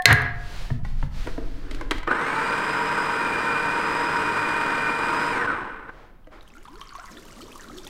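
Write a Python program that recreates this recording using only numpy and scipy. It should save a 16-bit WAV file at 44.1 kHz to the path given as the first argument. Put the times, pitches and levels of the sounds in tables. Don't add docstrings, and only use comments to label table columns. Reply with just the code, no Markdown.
import sys
import numpy as np
from scipy import signal
from scipy.fft import rfft, irfft
from scipy.io import wavfile

SR = 44100
rng = np.random.default_rng(int(sys.argv[2]) if len(sys.argv) > 2 else 0)


def int16_out(signal):
    q = np.round(np.clip(np.atleast_2d(signal).T, -1, 1) * 32767)
    wavfile.write(sys.argv[1], SR, q.astype(np.int16))


N = 347949
TIME = np.arange(N) / SR


def amp(db):
    return 10 ** (np.asarray(db) / 20)


def unit(x):
    return x / np.sqrt(np.mean(x ** 2) + 1e-20)


def read(points, hz):
    f, value = np.transpose(points)
    return np.interp(np.log(hz + 1), np.log(f + 1), value)


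def between(start, end, fade=0.0091):
    return np.clip((TIME - start) / fade + .5, 0, 1) * np.clip((end - TIME) / fade + .5, 0, 1)


def swells(rows):
    return np.sqrt(sum(amp(db) ** 2 * np.exp(-2 * ((TIME - s) / np.where(TIME < s, rise, fall)) ** 2)
                       for s, db, rise, fall in rows))


def bumps(rows, width):
    return sum(height * np.exp(-((TIME - s) / width) ** 2) for s, height in rows)


def add(mix, start_s, sound):
    part = mix[max(round(start_s * SR), 0):][:len(sound)]
    part += sound[:len(part)]


def colour(x, tone, peaks=()):
    hz = np.fft.rfftfreq(4096, 1 / SR)
    db = read(tone, hz) + sum(gain * np.exp(-((hz - f) / width) ** 2) for f, width, gain in peaks)
    log_gain = np.log(amp(np.r_[db, db[-2:0:-1]]))
    taps = np.fft.ifft(np.exp(np.conj(signal.hilbert(log_gain)))).real
    return unit(signal.oaconvolve(x, taps)[:len(x)])


def noise():
    return rng.standard_normal(N)


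def wander(hz):
    return unit(irfft(rfft(noise()) / (1 + (np.fft.rfftfreq(N, 1 / SR) / hz) ** 4), N))


def clicks(per_s, spread_db):
    impulses = (rng.random(N) < per_s / SR) * rng.choice([-1, 1], N)
    return impulses * amp(spread_db * np.minimum(rng.exponential(1, N), 4))


def ring(modes, detune=0.):
    t = np.arange(SR) / SR
    sound = np.zeros(SR)
    for k, (hz, db, t60) in enumerate(modes):
        hz *= 1 + detune * rng.uniform(-0.8, 1)
        sound += (-1) ** k * amp(db - 60 * t / t60) * np.sin(2 * np.pi * hz * t)
    return sound / abs(sound).max()


def crack(tone, t60):
    t = np.arange(4096) / SR
    sound = colour(rng.standard_normal(len(t)) * amp(-60 * t / t60), tone)
    return sound / abs(sound).max()


# pitch_hz, level_db, t60_s
GRAZE_MODES = [(735, 2.5, 0.19), (1084, -10.5, 0.15), (1779, 4.5, 0.06), (1940, -16, 0.073)]
BLADE_MODES = [(424, -16, .55), (705, -12, 1), (1030, -25.5, .25), (1115, -14.5, 0.22), (1628, -6, 0.61),
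               (1660, -5.5, 0.53), (1735, -7.5, .17), (2030, -15.5, 0.21), (2018, 0, 0.23),
               (2070, -4.5, 0.37), (2706, -22.5, .3)]
# start_s, ring_db, crack_db, tip_db
KNIFE_BLOWS = [(0.022, -46, -29, -29), (0.056, -8, 9, -6), (0.086, -24, -32, -45), (0.108, -19, -25, -40),
               (0.128, -17, -20, -11), (0.152, -18, -32, -48), (0.219, -24, -45, -36)]
# peak_s, level_db, rise_s, fall_s
CHATTERS = [(.118, -11, 0.033, 0.016), (.15, -25.5, .05, 0.13)]
# frequency_hz, level_db
CHATTER_TONE = [(60, -14), (120, 12.5), (200, -9.5), (330, -7.5), (520, -8.5), (1100, -4.5), (1900, 5.5),
                (2600, -12.5), (4200, -20.5), (7000, -40), (15000, -50.5)]
SNAP_TONE = [(400, -18.5), (1200, -6), (2000, 6), (2900, -2), (3900, 6.5), (5000, -2), (6000, -7.5),
             (8000, -13), (11000, -20), (15500, -28.5)]
TIP_TONE = [(2000, -31.5), (5000, -10), (9500, -1), (15500, -14)]

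def knife():
    chatter = swells(CHATTERS) * colour(clicks(2700, 1.7), CHATTER_TONE)
    buzz = unit(signal.oaconvolve(chatter, ring(BLADE_MODES))[:N])
    out = chatter + amp(-8) * chatter.std() * buzz
    add(out, 0, amp(-15) * ring(GRAZE_MODES))
    for s, ring_db, crack_db, tip_db in KNIFE_BLOWS:
        add(out, s, amp(ring_db) * ring(BLADE_MODES, detune=.003))
        add(out, s, amp(crack_db) * crack(SNAP_TONE, t60=.016))
        add(out, s, amp(tip_db) * crack(TIP_TONE, t60=.012))
    return out


# start_s, level_db
THUDS = [(0.058, -23), (0.115, -12.5), (0.706, -16), (0.737, -23), (0.783, -28), (0.821, -26),
         (1.025, -23.5), (1.06, -30), (1.274, -35)]
# pitch_hz, level_db, t60_s
BOARD_MODES = [(83.6, -0.5, 0.28), (121, 4, 0.15), (151.9, 0.5, .18), (185, -6, 0.089), (238.8, -7.5, 0.23)]

def thuds():
    out = np.zeros(N)
    for s, db in THUDS:
        add(out, s, amp(db) * ring(BOARD_MODES, detune=0.07))
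    return out


# peak_s, level_db, rise_s, fall_s
SWING = [(1.03, -25.5, 0.34, 0.58)]
# frequency_hz, level_db
RUMBLE_TONE = [(12, 0.5), (22, 2.5), (35, -2), (60, -18), (110, -18.5), (180, -25.5), (300, -43),
               (600, -77)]

def handling_rumble():
    carried = amp(-48) + amp(-30.5) * between(0.21, 2.07, fade=0.15)
    return np.hypot(carried, swells(SWING)) * colour(noise(), RUMBLE_TONE)


# peak_s, level_db, rise_s, fall_s
STROKES = [(.6, -42.5, .19, 0.13), (.86, -52, 0.022, 0.1), (1.03, -51.5, 0.077, 0.052),
           (1.2, -44, 0.067, 0.19), (1.5, -53.5, 0.12, 0.53), (1.73, -50, 0.027, 0.12),
           (1.97, -46, 0.053, 0.035)]
# frequency_hz, level_db
BRUSH_TONE = [(300, 0), (700, 0), (1500, 0.5), (4500, -4), (7000, -13.5), (11000, -21), (15500, -24.5)]

def brushing():
    return swells(STROKES) * colour(noise() + 3 * clicks(280, 1.5), BRUSH_TONE)


# start_s, level_db, body_relative_db,
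# tick_relative_db, pitch_hz
KNOCKS = [(0.703, -29, -2, -27, 710), (0.85, -27, -21, -10.5, 1065), (1.027, -25.5, -9.5, -19, 920),
          (1.271, -25, 2, -5, 960), (1.378, -32.5, 11.5, -10, 1000), (1.711, -39.5, 9, 12, 2060),
          (1.747, -44.5, -23, 15.5, 2300), (1.811, -23, -6, -9, 1020), (1.91, -13.5, -11, -1, 1580),
          (1.917, -18.5, -21, -10, 1900), (1.982, -36, -13.5, 6, 820), (2.031, -29.5, -14, -4.5, 1010),
          (2.076, -14.5, -7, -22, 1250), (6.271, -47, 8, -4, 732)]
# pitch_hz, level_db, t60_s
BODY_MODES = [(291, -1.5, 0.067), (351, -7, 0.062), (464, -8, 0.12), (600, -7, 0.05)]
WALL_MODES = [(888, -0.5, 0.038), (1107, -2.5, 0.039), (1350, 5, 0.023), (1594, 3, 0.03),
              (1916, 2.5, 0.031), (2210, -6.5, 0.036), (2700, -11, 0.032)]
# frequency_hz, level_db
TICK_TONE = [(500, -21), (2000, 3), (3900, -2), (6000, -10), (9000, -15.5), (15000, -31)]

def bowl_knocks():
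    out = np.zeros(N)
    for s, db, body_db, tick_db, hz in KNOCKS:
        add(out, s, amp(db) * ring(WALL_MODES, detune=0.123))
        add(out, s, amp(db - 5) * ring([(hz, 0, .04)]))
        add(out, s + 0.0021, amp(db + body_db) * ring(BODY_MODES, detune=0.13))
        add(out, s, amp(db + tick_db) * crack(TICK_TONE, t60=0.032))
    return out


# peak_s, level_db, rise_s, fall_s
RUBS = [(1.27, -34.5, 0.0095, 0.045), (1.39, -44.5, 0.013, 0.12), (1.8, -42.5, 0.23, 0.12),
        (1.92, -26, 0.0059, .014), (1.94, -38, .01, 0.052)]
# frequency_hz, level_db
RUB_TONE = [(110, -52.5), (180, -44), (280, -9), (703, -29.5), (972, -31), (1010, -29), (1530, -26.5),
            (4000, -49), (5200, -66), (8800, -120)]

def peel_rub():
    return swells(RUBS) * colour(clicks(900, 1.6), RUB_TONE)


MOTOR_ON_S, POWER_CUT_S, MOTOR_OFF_S = 2.07, 5.32, 5.905
SLOTS, FREE_WHINE_HZ, STALL_HZ = 16, 2495, 650
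# peak_s, half_width_s, sag_hz
PRESSES = [(3.5, .33, 80), (4.42, .25, 58), (4.9, .24, 76)]

def motor_speed(kick_share=.44, spin_up_s=.145, coast_s=.32):
    sag_hz = sum(bumps([(s, hz)], width) for s, width, hz in PRESSES)
    run_up = 1 - (1 - kick_share) * np.exp(-np.maximum(TIME - MOTOR_ON_S, 0) / spin_up_s)
    coast = np.exp(-np.maximum(TIME - POWER_CUT_S, 0) / coast_s)
    return (FREE_WHINE_HZ - sag_hz) * run_up * coast, sag_hz / sag_hz.max()


# harmonic, full_speed_db, slack_belt_db, load_gain_db, wander_rad
SLOT_PARTIALS = [(1, -17.5, -13.5, 3.5, .42), (2, -8.2, -25, 0, .6), (3, -15.5, -8, 0, 1.3)]

def slot_whine(turns, whine_hz, slack, load, pulley_ratio=5.1, flutter_hz=70):
    phase = 2 * np.pi * SLOTS * turns + .7 * np.sin(2 * np.pi * turns / pulley_ratio)
    out = np.zeros(N)
    for k, full_db, slack_db, load_db, blur in SLOT_PARTIALS:
        db = full_db + (slack_db - full_db) * slack + load_db * load + 2.4 * wander(flutter_hz)
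        rolloff = (whine_hz / FREE_WHINE_HZ) ** (k - 1)
        out += amp(db) * rolloff * np.cos(k * phase + blur * wander(flutter_hz))
    return np.clip((whine_hz - STALL_HZ) / STALL_HZ, 0, 1) * out


def rattle(turns, turns_per_lap=8.88, beat_order=0.76):
    flaws = rng.standard_normal(2560)
    belt = unit(np.interp(turns / turns_per_lap % 1 * len(flaws), np.arange(len(flaws)), flaws))
    teeth = .6 * unit(clicks(5000, 3.06)) + .5 * noise()
    beat = 1 + .1 * np.cos(2 * np.pi * beat_order * turns)
    return unit((.46 * belt + teeth) * amp(wander(96)) * beat)


# shaft_multiple, level_re_rattle_db, wander_rad
SHAFT_ORDERS = [(1.003, -22.5, 0.65), (1.292, -29.5, 0.16), (1.972, -31.5, 1.6), (2.89, -28.5, 0.57),
                (3.9, -33, 0.98), (6.142, -18.5, 0.14), (9.085, -21.5, 0.13), (10.07, -28.5, 0.11),
                (12.16, -22.5, 0.56), (48, -22, 1.5), (63.6, -19, 2.3), (82.5, -27, 3.8)]

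def drive_tones(turns, slack):
    return sum(amp(db + 2 * wander(12.5) - 6 * slack)
               * np.cos(2 * np.pi * order * turns + blur * wander(16.6))
               for order, db, blur in SHAFT_ORDERS)


# frequency_hz, level_db
HOUSING_TONE = [(30, -45.5), (80, -7), (150, -9), (290, -0.5), (460, -4), (720, -8), (900, 1), (1500, 0.5),
                (2100, -8), (3100, -18.5), (4400, -32), (6500, -35.5), (9700, -38), (15500, -51)]
# frequency_hz, width_hz, gain_db
HOUSING_PEAKS = [(464, 22.5, 7), (1020, 33, 4), (1250, 36, 3.5), (1517, 61, 7), (1840, 33, 2),
                 (2399, 73, 5.5), (4040, 430, 4.5), (5140, 430, 5), (7900, 270, 5.5), (8590, 300, 9),
                 (11130, 1080, -7), (12300, 400, 3)]
# peak_s, gain_db
JOLTS = [(2.115, 8), (2.14, -2), (5.47, -6), (5.53, 1.5), (5.895, 10.5)]

def juicer(quiet_below_hz=1610, fade_db_per_octave=11):
    whine_hz, load = motor_speed()
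    turns = np.cumsum(whine_hz / SLOTS) / SR
    slowness = 1 - whine_hz / FREE_WHINE_HZ
    slack = np.clip(4 * slowness, 0, 1)
    running = between(MOTOR_ON_S, MOTOR_OFF_S, fade=0.0025)
    force = rattle(turns)
    force += np.sqrt(2) * (drive_tones(turns, slack) + slot_whine(turns, whine_hz, slack, load))
    body = colour(running * force, HOUSING_TONE, HOUSING_PEAKS) * np.sqrt(running.mean())
    bass = signal.sosfiltfilt(signal.butter(2, 3000, fs=SR, output="sos"), body)
    treble = (body - bass) * amp(6.5 - 8.5 * np.minimum(2 * slowness, 1))
    octaves_down = np.maximum(np.log2(quiet_below_hz / whine_hz), 0)
    return amp(-24.5 - fade_db_per_octave * octaves_down + bumps(JOLTS, 0.0053)) * (bass + treble)


# peak_s, level_db, rise_s, fall_s
JUG_SHIFTS = [(5.98, -50.5, 0.095, 0.12), (6.33, -47, 0.016, 0.084)]
# frequency_hz, level_db
JUG_TONE = [(100, -22), (300, 0.5), (700, -2.5), (1400, -3), (2500, -14), (5000, -24), (10000, -39),
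            (15500, -43.5)]

def jug():
    return swells(JUG_SHIFTS) * colour(noise(), JUG_TONE)


def bubble(hz, cycles, rise):
    age = np.arange(int(SR * cycles / hz) + 2) * hz / cycles / SR
    envelope = amp(-50 * age) * (1 - np.exp(-age * cycles * 2))
    return envelope * np.sin(2 * np.pi * cycles * (age + rise * (age ** 2 / 2 - age / 8)))


# start_s, level_db, pitch_hz
PLINKS = [(6.245, -56, 3100), (6.409, -41, 3900), (6.477, -43.5, 3150), (6.569, -39, 1430),
          (6.653, -36, 1217), (6.682, -36, 1000), (6.814, -29.5, 3150), (6.814, -31.5, 1130),
          (6.892, -35, 4470), (6.952, -28, 1097), (6.985, -37.5, 716), (6.995, -32.5, 1380),
          (7.041, -37, 1080), (7.172, -35.5, 3500), (7.17, -39, 1750), (7.283, -45, 2800),
          (7.416, -37, 3080), (7.517, -39, 2570), (7.596, -36.5, 1800), (7.643, -37, 1400),
          (7.868, -31, 3500)]

def plinks():
    out = np.zeros(N)
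    for s, db, hz in PLINKS:
        add(out, s, amp(db) * bubble(hz, cycles=55.6, rise=0.42))
        add(out, s, amp(db - 10.5) * crack(TICK_TONE, t60=0.033))
    return out


POUR_FROM_S, POOL_S, FULL_FLOW_S = 6.42, 7.09, 7.23
# peak_s, fizz_gain_db
GUSHES = [(6.81, 10), (7.047, 5), (7.115, 8), (7.39, 6), (7.42, 7.5), (7.62, 5.5), (7.78, 13), (7.875, 7.5)]
# frequency_hz, level_db
SPLASH_TONE = [(300, -30), (700, -2), (1200, 10.5), (2000, 7.5), (3200, 1.5), (6000, -23)]
FIZZ_TONE = [(1470, -29), (2500, 2.5), (3030, 5), (4010, 2), (6300, 3.5), (12500, -8), (13600, -3.5),
             (15500, -20)]
SPRAY_TONE = [(1500, -18), (3500, -2), (7000, -1), (11000, -3), (15500, -12)]
FROTH_TONE = [(1500, -14), (4000, 2), (7000, 0), (11000, -10.5), (13500, -9), (15500, -15)]
CHURN_TONE = [(53, -98), (90, 1), (124, -12), (167, 3), (350, 1), (655, -3.5), (900, -24), (1170, -24),
              (1980, -120)]

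def stream(drop_decay_s=0.0024):
    trickle = np.clip((FULL_FLOW_S - TIME) / (FULL_FLOW_S - POUR_FROM_S), 0, 1)
    shallow = between(0, POOL_S, fade=0.044)
    gush_db = bumps(GUSHES, 0.0093)
    swarm = unit(sum(signal.oaconvolve(clicks(10, 3.4), bubble(hz, cycles=32, rise=.2))[:N]
                     for hz in np.geomspace(750, 15000, 30)))
    drops = signal.lfilter([1], [1, -np.exp(-1 / (drop_decay_s * SR))], abs(clicks(80, 4.5)))
    spray = amp(-61.5 + 1.5 * shallow) * colour(drops * noise(), SPRAY_TONE)
    splash_db = -52.5 - 20 * trickle + 9.5 * shallow + .6 * gush_db
    splash = amp(splash_db) * colour(swarm + .93 * noise(), SPLASH_TONE)
    froth = amp(-58.5 - 6 * shallow) * colour(noise(), FROTH_TONE)
    fizz = amp(gush_db - 9 * trickle) * (amp(-54.5) * colour(swarm, FIZZ_TONE) + spray + froth)
    churn = amp(-52.5 - 11.5 * shallow) * colour(noise(), CHURN_TONE)
    return (splash + fizz + churn) * between(POUR_FROM_S, np.inf)


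# start_s, length_s, start_hz, end_hz, level_db
GLUGS = [(6.5, .15, 175, 520, -54), (6.645, .16, 175, 540, -50), (7.09, .13, 155, 480, -46),
         (7.345, .145, 165, 540, -46), (7.655, .13, 180, 420, -45), (7.72, .1, 330, 390, -40)]

def glugs():
    out = np.zeros(N)
    for s, length_s, start_hz, end_hz, db in GLUGS:
        n = int(length_s * SR)
        envelope = amp(db + 2 * wander(55)[:n]) * signal.windows.tukey(n, .5)
        phase = 2 * np.pi * np.cumsum(np.geomspace(start_hz, end_hz, n)) / SR
        add(out, s, envelope * np.sin(phase + .5 * wander(49)[:n]))
    return out


# frequency_hz, t60_s
KITCHEN_DECAY = [(100, 0.95), (500, 0.99), (2000, 0.67), (6000, 0.34), (15000, 0.18)]

def kitchen(x):
    n = SR // 2
    reflections = rng.standard_normal(n) * (rng.random(n) < .1) * (TIME[:n] > .004)
    hz, t, bands = signal.stft(reflections, SR, nperseg=256)
    tail = signal.istft(bands * amp(-60 * t / read(KITCHEN_DECAY, hz)[:, None]), SR, nperseg=256)[1]
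    return signal.oaconvolve(x, tail / np.linalg.norm(tail))[:N]


# frequency_hz, level_db
AIR_TONE = [(30, -5.5), (100, -11), (200, -12), (600, -23.5), (1200, -24), (3000, -36.5), (8000, -50),
            (15000, -45)]

def scene():
    blade, blows, motor = knife(), thuds() + bowl_knocks(), juicer()
    juice = stream() + jug() + plinks() + glugs()
    room = kitchen(amp(-15) * blade + amp(-11.5) * blows + amp(-17) * motor + amp(-11) * juice)
    hands = brushing() + peel_rub() + handling_rumble()
    air = amp(-57) * colour(noise(), AIR_TONE)
    mid = blade + blows + hands + motor + juice + room + air
    side = amp(-71) * kitchen(blade) + amp(-61.5) * kitchen(np.diff(mid, prepend=0))
    return np.array([mid + side, mid - side])


def record(dry, cutoff_hz=15850):
    lowpass = signal.firwin(511, cutoff_hz, window=("kaiser", 9), fs=SR)
    return signal.oaconvolve(np.clip(dry, -1, 1), lowpass[None], "same")


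dry = scene()
out = record(dry)
int16_out(out)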